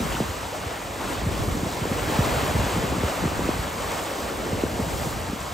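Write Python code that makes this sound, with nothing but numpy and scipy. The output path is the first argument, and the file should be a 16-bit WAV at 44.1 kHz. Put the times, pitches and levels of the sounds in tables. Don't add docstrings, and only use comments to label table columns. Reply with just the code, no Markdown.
import sys
import numpy as np
from scipy import signal
from scipy.fft import rfft, irfft
from scipy.io import wavfile
from scipy.ndimage import uniform_filter1d

SR = 44100
rng = np.random.default_rng(int(sys.argv[2]) if len(sys.argv) > 2 else 0)


def transcribe(signal):
    frames = np.atleast_2d(signal).T
    limited = np.clip(frames, -1, 1)
    pcm = np.round(limited * 32767).astype(np.int16)
    wavfile.write(sys.argv[1], SR, pcm)


N = 243998


def gain_of(db):
    return 10 ** (np.asarray(db) / 20)


def unit_rms(x):
    return x / np.sqrt(np.mean(x ** 2) + 1e-20)


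def curve_at(points, hz):
    f, value = np.transpose(points)
    return np.interp(np.log(hz + 1), np.log(f + 1), value)


def add(mix, start_s, sound):
    part = mix[max(round(start_s * SR), 0):][:len(sound)]
    part += sound[:len(part)]


def spectra(x):
    return signal.stft(x, SR, nperseg=512, noverlap=384)


def drift(shape, bins, frames):
    across_bins = uniform_filter1d(rng.standard_normal(shape), bins, 0)
    return unit_rms(uniform_filter1d(across_bins, frames, 1))


def bubble(hz, cycles, rise=0.0438):
    turns = np.arange(int(5 * cycles * SR / hz)) * hz / SR
    tone = np.sin(2 * np.pi * turns * (1 + rise * turns / cycles))
    return tone * np.exp(-turns / cycles) * (1 - np.exp(-turns))


def bubble_swarm(density=2600, spread_db=2.5, pitches=48):
    out = np.zeros(N)
    for hz in np.geomspace(380, 15000, pitches):
        strength = gain_of(spread_db * np.minimum(rng.exponential(1, N), 4.5))
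        per_s = density / pitches * np.sqrt(hz / 2000)
        births = strength * (rng.random(N) < per_s / SR)
        out += np.sqrt(hz) * unit_rms(signal.oaconvolve(births, bubble(hz, cycles=4.45))[:N])
    return unit_rms(out)


# crest_s, splash_db, foam_db, build_s, run_out_s
WAVES = [(.13, -36.5, -39, .26, 0.34), (.72, -42.5, -51.5, 0.2, 0.14), (1.13, -37, -41.5, 0.11, 0.16),
         (1.38, -41.5, -41.5, 0.085, 1), (1.72, -42, -44.5, 0.039, 0.56), (1.98, -37, -43, 0.071, .2),
         (2.2, -32.5, -37.5, 0.15, 1), (2.42, -36.5, -43, 0.15, 0.75), (2.72, -36.5, -42, 0.072, 0.14),
         (3.08, -37, -40.3, 0.052, 0.39), (3.48, -38, -42.5, 0.043, 0.42), (3.93, -37.6, -40.4, 0.14, 0.75),
         (4.62, -46.5, -49, 0.37, 0.55), (5.07, -44.5, -38.5, 0.27, 0.16), (5.45, -59, -47, 0.077, 0.32)]

def surf(t, chop_db=-39.5, chop_foam_db=-43, roar_above_db=3.5, roar_growth=0.85):
    splash_power, foam_power = gain_of(chop_db) ** 2, gain_of(chop_foam_db) ** 2
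    for crest_s, splash_db, foam_db, build_s, run_out_s in WAVES:
        before, after = np.minimum(t - crest_s, 0), np.maximum(t - crest_s, 0)
        swell = np.exp(-(before / build_s) ** 2 / 2 - after / run_out_s)
        splash_power += (gain_of(splash_db) * swell) ** 2
        foam_power += (gain_of(foam_db) * swell) ** 2
    splash, foam = 10 * np.log10(splash_power), 10 * np.log10(foam_power)
    roar = chop_db + roar_above_db + roar_growth * (splash - chop_db)
    return roar, splash, foam


# centre_s, swell_db, half_length_s, pitch_hz
AIR_CLOUDS = [(0, 4.5, 0.048, 300), (1.402, 8, 0.56, 245), (2.3, 2.5, 0.35, 520), (2.302, 0.7, 0.17, 1100),
              (2.95, 5, 0.34, 304), (3.45, 2, 0.26, 1050), (4.515, 9.5, 0.46, 310), (4.98, 2.5, 0.18, 590)]

def slosh(t, hz, spread_octaves=0.87):
    db = -4.5 * curve_at([(380, 0.7), (750, 0.074)], hz)
    for centre_s, swell_db, half_s, pitch_hz in AIR_CLOUDS:
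        octaves = np.log2((hz + 1) / pitch_hz)
        db = db + swell_db * np.exp(-((t - centre_s) / half_s) ** 2 - (octaves / spread_octaves) ** 2)
    return db


# frequency_hz, coherence_ratio
COHERENCE = [(350, 0.92), (750, 0.56), (1400, 0.42), (2000, 1), (4000, 0.81), (5900, 0.98), (6800, 0.92),
             (8500, 1), (10000, 1.0), (11700, 1), (13300, 1), (15000, 0.72)]
# frequency_hz, lead_rad
LEFT_LEAD = [(100, 0.1), (1200, 0.1), (1550, -0.6), (2200, 0.0), (3400, 0.7), (5000, 0.4), (5850, -0.5),
             (6500, -0.0), (7450, -0.0), (8400, -1.0), (9650, -3.1), (10400, -3.2), (12700, -6.2),
             (14200, -6.4), (15500, -8.3)]
# frequency_hz, level_db
LEFT_BALANCE = [(1000, -0.0), (1400, 2.5), (1800, 0), (3000, 0.1), (4400, 1), (6000, -0.74)]

def stereo_spread(front, around, hz):
    coherence = curve_at(COHERENCE, hz)
    mid, side = np.sqrt((1 + coherence) / 2) * front, np.sqrt((1 - coherence) / 2) * around
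    skew = np.sqrt(gain_of(curve_at(LEFT_BALANCE, hz))) * np.exp(1j * curve_at(LEFT_LEAD, hz) / 2)
    return np.array([(mid + side) * skew, (mid - side) / skew])


# frequency_hz, relative_db
WATER_SPECTRUM = [(100, -6.5), (280, -2.5), (570, -0.5), (800, -3.5), (1100, -4), (1550, -9), (2900, -13),
                  (4000, -15.5), (5700, -17.5), (7500, -16), (9800, -18), (11200, -18), (12600, -26),
                  (15500, -23)]
# frequency_hz, power_ratio
NEAR_SHARE = [(400, 0.26), (1200, 0.28), (3000, 0.09), (6000, 0.15), (12000, 0.15)]

def water(roar_trim_db=17.5, splash_trim_db=20, foam_trim_db=21.5, fizz_growth=0.25):
    hz, t, near = spectra(np.array([bubble_swarm(), bubble_swarm()]))
    hz = hz[:, None]
    far = spectra(rng.standard_normal((2, N)))[2]
    share = curve_at(NEAR_SHARE, hz)
    front, around = np.sqrt(share) * near + np.sqrt(1 - share) * far
    roar, splash, foam = surf(t)
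    low = curve_at([(1100, 0.73), (1700, 0.013)], hz)
    high = curve_at([(3000, 0.058), (6000, 0.88)], hz)
    db = low * (roar + roar_trim_db) + high * (foam + foam_trim_db)
    db += (1 - low - high) * (splash + splash_trim_db)
    db += curve_at(WATER_SPECTRUM, hz) + slosh(t, hz)
    db += fizz_growth * curve_at([(8000, 0), (12000, 1)], hz) * (foam - foam.mean())
    db += 0.8 * drift(db.shape, bins=4, frames=12) + 0.38 * drift(db.shape, bins=110, frames=12)
    heard = stereo_spread(front, around, hz) * gain_of(db)
    return signal.istft(heard, SR, nperseg=512, noverlap=384)[1][:, :N]


def eddy(hz, cycles=1.0, settle_hz=34, rise=0.37, tail=0.46, ring_s=0.00032):
    peak_s = cycles / max(hz - settle_hz, 50)
    t = np.arange(1, SR // 14) / SR
    log_age = np.log(t / peak_s)
    width = np.where(log_age < 0, rise, tail + np.log(1 + ring_s / peak_s))
    envelope = np.exp(-0.5 * (log_age / width) ** 2) * (1 - (t / t[-1]) ** 2)
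    turns = cycles * log_age + settle_hz * t + rng.random()
    return peak_s, envelope * np.cos(2 * np.pi * turns)


# time_s, level_db
GUSTS = [(0, -31), (.26, -39.5), (.55, -42.5), (.82, -47), (1.1, -37), (1.22, -33.5), (1.48, -30),
         (1.74, -37.5), (2.08, -31), (2.58, -29.5), (2.72, -33), (3.02, -30), (3.13, -42), (3.22, -30.5),
         (3.5, -33), (3.78, -38), (4.18, -45.5), (4.52, -33.5), (4.85, -34), (5.1, -34.5), (5.53, -39)]
# frequency_hz, relative_db
RUMBLE_SPECTRUM = [(20, -33), (35, -13.5), (55, -1), (72, -5), (88, -1.5), (115, -9), (200, -12),
                   (320, -11), (600, -73), (1500, -83)]

def wind(mid_db=0.5, side_db=-13, flutter_db=-4.5, lumpy_db=2.5, uneven_db=8, eddies=1100):
    hz = np.fft.rfftfreq(N, 1 / SR)
    lumps = unit_rms(irfft(rfft(rng.standard_normal(N)) * np.exp(-(hz / 35) ** 2), N))
    noise = irfft(rfft(rng.standard_normal((2, N))) * gain_of(curve_at(RUMBLE_SPECTRUM, hz)), N)
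    mid, side = unit_rms(noise * gain_of(lumpy_db * lumps))
    mid, side = gain_of(mid_db) * mid, gain_of(side_db) * side
    flutter = np.zeros((2, N))
    for when, size, pitch, pan in rng.random((eddies, 4)):
        thump = gain_of(uneven_db * size) * eddy(hz=130 * 2 ** (2.035 * pitch), tail=0.51)[1]
        add(flutter[0], when * N / SR, 2 * pan * thump)
        add(flutter[1], when * N / SR, 2 * (1 - pan) * thump)
    air = np.array([mid + side, mid - side]) + gain_of(flutter_db) * unit_rms(flutter)
    gust_db = np.interp(np.arange(N) / SR, *np.transpose(GUSTS))
    return air * gain_of(gust_db)


# peak_s, level_db, pitch_hz, tail_ratio
BUFFETS = [(.005, -16.5, 300, 0.38), (0.152, -21, 230, 0.59), (.204, -13, 560, 0.62),
           (0.211, -19, 200, .35), (0.223, -24, 220, 0.37), (0.299, -24, 80, 0.48), (0.668, -23.5, 92, .4),
           (1.272, -16.5, 124, 0.62), (1.327, -30, 160, .4), (1.347, -24, 300, .4), (1.421, -20.5, 124, .4),
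           (1.437, -19, 540, 0.35), (1.485, -20, 130, 0.6), (1.574, -18, 278, 0.33),
           (1.634, -16, 205, 0.36), (1.669, -26, 200, 0.3), (1.820, -21, 160, 0.32), (1.83, -22, 90, 0.26),
           (1.856, -16.5, 450, 0.44), (1.917, -16.5, 250, 0.48), (2.082, -24, 99, .4),
           (2.099, -15.5, 473, 0.26), (2.125, -21, 180, 0.59), (2.191, -10.5, 211, 0.83),
           (2.211, -22, 86, 0.29), (2.373, -20, 105, 0.39), (2.490, -25, 107, .43), (2.555, -15, 110, 0.58),
           (2.566, -23, 200, .5), (2.594, -14.5, 278, 0.43), (2.604, -16.5, 100, 0.4),
           (2.643, -22, 104, .4), (2.765, -18.5, 238, 0.31), (2.787, -16.5, 109, 0.31),
           (2.840, -16.5, 200, .5), (2.925, -18, 302, .43), (2.982, -20.5, 170, 0.48),
           (3.037, -15, 397, 0.29), (3.047, -16.5, 87.5, 0.44), (3.242, -14, 280, 0.28),
           (3.257, -16.5, 216, 0.87), (3.279, -20.5, 388, 0.43), (3.395, -15, 427, 0.25),
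           (3.456, -19.5, 259, 0.45), (3.491, -13, 420, .48), (3.595, -19.5, 117, 0.37),
           (4.532, -17, 190, 0.52), (4.545, -25, 130, 0.31), (4.638, -9.5, 368, 0.33),
           (4.653, -22, 100, .38), (4.793, -22, 440, 0.43), (4.801, -15.5, 200, .33),
           (4.825, -27, 106, 0.64), (4.85, -27, 190, 0.38), (4.865, -28, 130, 0.3), (5.058, -25, 280, 0.46),
           (5.072, -22, 170, .4), (5.301, -21, 220, .35), (5.333, -20, 284, 0.45)]

def buffets(ring_growth=0.21, shreds=3, scatter_s=0.028, shred_lowest_hz=174):
    out = np.zeros(N)
    for peak_s, db, hz, tail in BUFFETS:
        rise_s, thump = eddy(hz, cycles=1.2 * (hz / 200) ** ring_growth, tail=tail)
        add(out, peak_s - rise_s, gain_of(db) * thump)
        shred_db = min(db, -14) - 12
        for when, pitch in rng.random((shreds, 2)):
            shred = eddy(shred_lowest_hz * 3 ** pitch)[1]
            add(out, peak_s + scatter_s * (2 * when - 1), gain_of(shred_db) * shred)
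    return out


# start_s, level_db, pitch_hz
PLOPS = [(.124, -23, 2940), (.152, -20, 2740), (.526, -21, 505), (.544, -24, 694), (3.095, -22, 593),
         (3.176, -20, 570), (4.203, -22, 580)]

def plops():
    out = np.zeros(N)
    for start_s, db, hz in PLOPS:
        add(out, start_s, gain_of(db) * bubble(hz, cycles=3.9))
    return out


# centre_s, level_db, pitch_hz, half_length_s
SHOWERS = [(0.77, -43, 2600, 0.018), (1.021, -34, 1150, .018), (1.183, -43, 3600, 0.029),
           (1.364, -41, 2760, 0.017), (1.737, -42, 4200, 0.031)]

def spray(spread_octaves=0.367, spread_db=2.4, drops=160):
    out = np.zeros(N)
    for centre_s, db, hz, half_s in SHOWERS:
        shower = np.zeros(N)
        for when, pitch, size in np.clip(rng.standard_normal((drops, 3)), -2, 2):
            ping = bubble(hz * 2 ** (spread_octaves * pitch), cycles=4)
            add(shower, centre_s + half_s * when, gain_of(spread_db * size) * ping)
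        time_share = 2 * half_s * SR / N
        out += gain_of(db) * unit_rms(shower) * np.sqrt(time_share)
    return out


def scene():
    return water() + plops() + spray() + wind() + buffets()


def record(dry):
    low_cut = signal.butter(3, 31, "highpass", fs=SR, output="sos")
    band_limit = signal.firwin(511, 15750, window=("kaiser", 9), fs=SR)
    return signal.oaconvolve(signal.sosfilt(low_cut, dry), band_limit[None], "same")


dry = scene()
out = record(dry)
transcribe(out)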